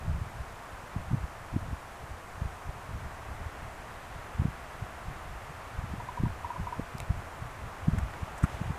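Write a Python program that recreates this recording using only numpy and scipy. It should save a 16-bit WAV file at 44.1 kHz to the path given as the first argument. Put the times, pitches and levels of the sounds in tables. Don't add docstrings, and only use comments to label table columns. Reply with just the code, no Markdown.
import sys
import numpy as np
from scipy import signal
from scipy.fft import rfft, irfft
from scipy.io import wavfile
from scipy.ndimage import uniform_filter1d

SR = 44100
rng = np.random.default_rng(int(sys.argv[2]) if len(sys.argv) > 2 else 0)


def file_out(sig):
    cols = np.atleast_2d(sig).T
    lim = np.clip(cols, -1, 1)
    pcm = np.round(lim * 32767).astype(np.int16)
    wavfile.write(sys.argv[1], SR, pcm)


N = 387198
TIME_S = np.arange(N) / SR

# f/Hz, level/dB
ROAR_SPECTRUM = [(30, 1.5), (150, -5), (300, -6), (430, -4.5), (560, -3), (690, 1.5), (850, -.5), (1100, 0),
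                 (1400, -3), (1900, -7), (2700, -14.5), (4000, -26.5), (7000, -40), (15000, -51)]
# t/s, relative level/dB
ROAR_ENVELOPE = [(0.0, -47), (.7, -46.5), (2.2, -47), (3.3, -46), (5.4, -46.5), (7.1, -46), (8.78, -43.5)]
# t/s, tilt/(dB/octave)
ROAR_TILT = [(0, -0.1), (2.5, -0.5), (4, 0.8), (6, 0.86), (7.5, -0.1), (8.7, -0.7)]
# t/s, half width/s, relative level/dB
WIND_GUSTS = [(0.127, 0.07, -30.5), (0.393, 0.037, -39), (0.981, 0.029, -35), (1.126, .05, -30),
              (1.54, 0.047, -37.5), (1.678, 0.057, -38.5), (2.12, 0.034, -45), (2.446, 0.06, -41.5),
              (2.703, 0.068, -44), (2.937, 0.032, -35.5), (3.05, 0.029, -38), (3.306, 0.022, -37.5),
              (3.42, 0.024, -35.5), (3.65, .04, -45), (4.43, 0.075, -38.5), (4.807, 0.029, -43),
              (5.103, 0.045, -40.5), (5.315, 0.04, -38), (5.51, 0.029, -44), (5.79, .05, -43),
              (5.97, 0.064, -35.5), (6.268, 0.056, -34.5), (6.632, 0.029, -33.5), (6.805, 0.027, -36),
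              (7.017, 0.023, -40), (7.16, 0.062, -39), (7.48, 0.064, -42), (7.656, 0.032, -33),
              (7.958, 0.066, -29), (8.64, .08, -36.5)]
# f/Hz, level/dB
RUMBLE_SPECTRUM = [(10, -27), (25, -1), (42, -1.5), (80, 1.5), (130, -4.5), (200, -17), (300, -25),
                   (500, -49), (1000, -66)]
# t/s, relative level/dB, centre f/Hz
STRONG_EDDIES = [(.098, -20.5, 95), (.149, -20.5, 88), (.218, -24, 102), (.41, -28, 79), (.963, -25, 159),
                 (1.115, -21, 142), (1.134, -20, 185), (1.146, -17, 130), (1.241, -21, 82),
                 (1.541, -18.5, 151), (1.565, -16, 195), (1.732, -24, 143), (2.421, -22.5, 119),
                 (2.458, -21, 95), (2.693, -23, 74.6), (3.468, -26.5, 100), (4.163, -35.5, 112),
                 (4.399, -15, 131), (4.42, -19.5, 164), (4.456, -14.5, 168), (4.485, -20.5, 123),
                 (4.826, -25, 94.5), (5.086, -27, 91), (5.791, -20.5, 89), (5.842, -24, 109),
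                 (5.94, -23.5, 185), (6.202, -22.5, 118), (6.238, -14, 167), (6.27, -19, 134),
                 (6.602, -22, 124), (6.797, -18, 268), (6.952, -27.5, 156), (7.107, -16, 116),
                 (7.425, -28.5, 118), (7.885, -11.5, 156), (7.935, -18.5, 146), (7.95, -26, 170),
                 (7.978, -24, 109), (8.034, -20.5, 86), (8.232, -22.5, 114), (8.441, -12, 141),
                 (8.616, -22, 148), (8.708, -18.5, 126)]
# t/s, level/dB, f/Hz, swell/s
RAVEN_KNOCKS = [(6.0008, -34.5, 964, .001), (6.0867, -31, 990, .0015), (6.1736, -30, 977, .003),
                (6.2558, -35, 960, .001), (6.445, -27, 963, 0.0027), (6.5025, -28.5, 970, 0.0025),
                (6.559, -32.5, 990, .002), (6.6695, -29, 976, 0.0018), (6.7249, -29, 977, .0005)]
# f/Hz, level/dB
POP_SPECTRUM = [(250, -13), (550, 4), (850, -1), (1300, -2), (2000, -22), (2900, -22), (5000, -37)]
# f/Hz, t60/s
TREE_DECAY = [(300, .16), (1000, 0.085), (4000, 0.043), (12000, .02)]
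# t/s, tick level/dB, ring level/dB
BILL_SNAPS = [(6.9826, -35, -46), (7.0023, -32, -35)]
# f/Hz, relative level/dB, t60/s
BILL_MODES = [(655, 1, 0.023), (1170, -9, .022), (2120, -1, .016), (2590, 2, 0.011), (3900, -6, 0.013),
              (8200, -11, .004), (10500, -11, 0.015), (13600, -10, .007)]
# f/Hz, level/dB
TICK_SPECTRUM = [(500, -14), (2000, 0), (4500, -3), (8000, 6), (10500, -8), (15000, -5)]
# t/s, level/dB
SLEEVE_ENVELOPE = [(7.7, -66), (8.0, -61), (8.2, -59), (8.4, -64), (8.49, -56), (8.545, -52.5),
                   (8.6, -56.5), (8.78, -63)]
# f/Hz, level/dB
SLEEVE_SPECTRUM = [(500, -10), (1200, -5.5), (2600, 4), (3000, 0), (3500, 0), (4200, -9), (6500, -7.5),
                   (10000, -14), (15000, -24)]
# t/s, half width/s, casing level/dB, skin level/dB
HAND_SCUFFS = [(7.987, 0.0036, -37, -49), (8.139, 0.0013, -35.5, -66), (8.384, 0.0056, -45, -52),
               (8.437, 0.0071, -41.5, -53), (8.445, 0.0052, -41.5, -57)]
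# f/Hz, level/dB
CASING_SPECTRUM = [(600, -19), (1000, -10), (1250, 2), (1600, 3), (1900, -3), (2600, -14), (3600, -21),
                   (5000, -35)]
# f/Hz, level/dB
SKIN_SPECTRUM = [(3000, -18), (5500, -7), (6800, -2.5), (8000, 2.5), (9300, -7), (10500, -2.5),
                 (12500, -16), (15000, -20)]
# f/Hz, level/dB
HISS_SPECTRUM = [(100, 12.5), (3000, 2.5), (5000, 1), (7500, 1), (10000, -2), (12500, -5), (15000, -9)]


def gain(db):
    return 10 ** (np.asarray(db) / 20)


def unit_rms(x):
    return x / np.sqrt(np.mean(x ** 2) + 1e-20)


def at_hz(table, hz):
    table_hz, value = np.transpose(table)
    return np.interp(np.log(hz + 1), np.log(table_hz + 1), value)


def at_time(table, t=TIME_S):
    return np.interp(t, *np.transpose(table))


def add(mix, start_s, sound):
    part = mix[max(round(start_s * SR), 0):][:len(sound)]
    part += sound[:len(part)]


def noise(spectrum):
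    hz = np.fft.rfftfreq(N, 1 / SR)
    return unit_rms(irfft(rfft(rng.standard_normal(N)) * gain(at_hz(spectrum, hz)), N))


def drift(rate_hz):
    hz = np.fft.rfftfreq(N, 1 / SR)
    return unit_rms(irfft(rfft(rng.standard_normal(N)) * np.exp(-(hz / rate_hz) ** 2), N))


def forest_roar(trim_db=1, patchy_db=0.1, pivot_hz=900):
    hz, t, bands = signal.stft(noise(ROAR_SPECTRUM), SR, nperseg=1024)
    patches = uniform_filter1d(rng.standard_normal(bands.shape), size=10, axis=0)
    patches = unit_rms(uniform_filter1d(patches, size=8, axis=1))
    octaves = np.log2(np.maximum(hz, pivot_hz) / pivot_hz)[:, None]
    colour_db = patchy_db * patches + octaves * at_time(ROAR_TILT, t)
    air = signal.istft(bands * gain(colour_db), SR, nperseg=1024)[1][:N]
    return gain(at_time(ROAR_ENVELOPE) + trim_db) * unit_rms(air)


def breeze_db(calm_db=-50.5):
    gust_power = sum(gain(db) ** 2 * np.exp(-((TIME_S - peak_s) / half_s) ** 2)
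                     for peak_s, half_s, db in WIND_GUSTS)
    return 10 * np.log10(gain(calm_db) ** 2 + gust_power)


def wind_rumble(trim_db=-1.5, lumps_db=3.0):
    turbulence = noise(RUMBLE_SPECTRUM) * gain(lumps_db * drift(rate_hz=23))
    return gain(breeze_db() + trim_db) * unit_rms(turbulence)


def small_eddies(per_s=22, over_db=4, spread_db=3, ref_hz=105, ref_db=-33, db_per_octave=30,
                 spread_octaves=0.2, count=300):
    times_s = (np.arange(count) + rng.random(count)) / per_s
    size, speed = rng.standard_normal((count, 2)).T
    db = np.interp(times_s, TIME_S, breeze_db()) + over_db + spread_db * size
    hz = ref_hz * 2 ** ((db - ref_db) / db_per_octave + spread_octaves * speed)
    return list(np.transpose([times_s, db, hz])[times_s < TIME_S[-1]])


def eddy_thumps(eddies, steepness=3.26, trim_db=-1, wake_db=-14, wake_cycles=1.3):
    out, t = np.zeros(N), np.arange(-SR // 16, SR // 16) / SR
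    bins_hz = np.fft.rfftfreq(len(t), 1 / SR)
    for centre_s, db, hz in eddies:
        pulse = (1 - 2j * np.pi * hz * t / (steepness + 1)) ** -(steepness + 1)
        swing = (pulse * np.exp(2j * np.pi * rng.random())).real
        white = rfft(rng.standard_normal(len(t)))
        flutter = unit_rms(irfft(white * bins_hz * np.exp(-2 * bins_hz / hz), len(t)))
        wake = gain(wake_db) * flutter * np.exp(-.5 * (t * hz / wake_cycles) ** 2)
        thump = gain(db + trim_db) * (swing + wake) * signal.windows.tukey(len(t), .5)
        add(out, centre_s + t[0], thump[centre_s + t >= 0])
    return out


def throat_knocks(push_s=0.0058, ring_t60_s=0.041, sag=0.022, overtone_db=-30,
                  pop_db=-12, pop_t60_s=0.021, roughness=0.093):
    out, t = np.zeros(N), np.arange(SR // 10) / SR
    air, waver = noise(POP_SPECTRUM), drift(rate_hz=200)
    decay = gain(-60 * np.maximum(t - push_s, 0) / ring_t60_s)
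    glide = 1 + sag * (np.exp(-t / push_s) - .5)
    for start_s, db, hz, swell_s in RAVEN_KNOCKS:
        span = round(start_s * SR) + np.arange(len(t))
        envelope = (1 - np.exp(-2 * t / swell_s)) * decay * (1 + roughness * waver[span])
        phase = 2 * np.pi * np.cumsum(hz * glide) / SR
        tone = envelope * np.sin(phase) + gain(overtone_db) * envelope ** 2 * np.sin(2 * phase)
        pop = air[span] * gain(pop_db - 60 * t / pop_t60_s)
        add(out, start_s, gain(db) * (tone + pop))
    return out


def tree_echo(x, delay_s=.012, level_db=-10, taps_per_s=3000):
    taps = rng.choice([-1., 1.], SR // 2) * (rng.random(SR // 2) < taps_per_s / SR)
    hz, t, bands = signal.stft(taps, SR, nperseg=256)
    decay = gain(-60 * t / at_hz(TREE_DECAY, hz)[:, None])
    tail = signal.istft(bands * decay, SR, nperseg=256)[1]
    knock_hz = RAVEN_KNOCKS[0][2]
    knock_band = abs(np.fft.rfftfreq(SR, 1 / SR) - knock_hz) < 100
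    tail /= np.sqrt(np.mean(abs(rfft(tail, SR)[knock_band]) ** 2))
    out = np.zeros(N)
    add(out, delay_s, signal.fftconvolve(x, tail)[:N])
    return gain(level_db) * out


def ground_bounce(x, delay_s=.0165, level_db=-16, cutoff_hz=2200):
    lowpass = signal.butter(2, cutoff_hz, fs=SR, output="sos")
    out = np.zeros(N)
    add(out, delay_s, gain(level_db) * signal.sosfilt(lowpass, x))
    return out


def bill_snaps(tick_t60_s=0.0025, chatter_db=-17, chatter_t60_s=0.016):
    out, t = np.zeros(N), np.arange(SR // 25) / SR
    ring = sum((-1) ** k * gain(db - 60 * t / t60_s) * np.sin(2 * np.pi * hz * t)
               for k, (hz, db, t60_s) in enumerate(BILL_MODES))
    envelope = gain(-60 * t / tick_t60_s) + gain(chatter_db - 60 * t / chatter_t60_s)
    for start_s, tick_db, ring_db in BILL_SNAPS:
        tick = noise(TICK_SPECTRUM)[:len(t)] * envelope
        add(out, start_s, gain(tick_db) * tick + gain(ring_db) * ring)
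    return out


def sleeve_rustle(grain_db=2):
    friction = noise(SLEEVE_SPECTRUM) * gain(grain_db * drift(rate_hz=390))
    return gain(at_time(SLEEVE_ENVELOPE)) * unit_rms(friction)


def hand_scuffs(grain_db=2):
    casing_gain, skin_gain = np.zeros(N), np.zeros(N)
    for peak_s, half_s, casing_db, skin_db in HAND_SCUFFS:
        stroke = np.exp(-.5 * ((TIME_S - peak_s) / half_s) ** 2)
        casing_gain += gain(casing_db) * stroke
        skin_gain += gain(skin_db) * stroke
    friction = casing_gain * noise(CASING_SPECTRUM) + skin_gain * noise(SKIN_SPECTRUM)
    return friction * unit_rms(gain(grain_db * drift(rate_hz=560)))


def scene():
    raven = throat_knocks() + bill_snaps()
    echoes = ground_bounce(raven) + tree_echo(raven)
    handling = hand_scuffs() + sleeve_rustle()
    wind = forest_roar() + wind_rumble() + eddy_thumps(STRONG_EDDIES + small_eddies())
    return (raven + echoes + handling + wind)[None]


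def record(dry, hiss_db=-57, cutoff_hz=15100):
    hiss = gain(hiss_db) * noise(HISS_SPECTRUM)
    lowpass = signal.firwin(1023, cutoff_hz, window=("kaiser", 9), fs=SR)
    return signal.oaconvolve(dry + hiss, lowpass[None], "same")


dry = scene()
out = record(dry)
file_out(out)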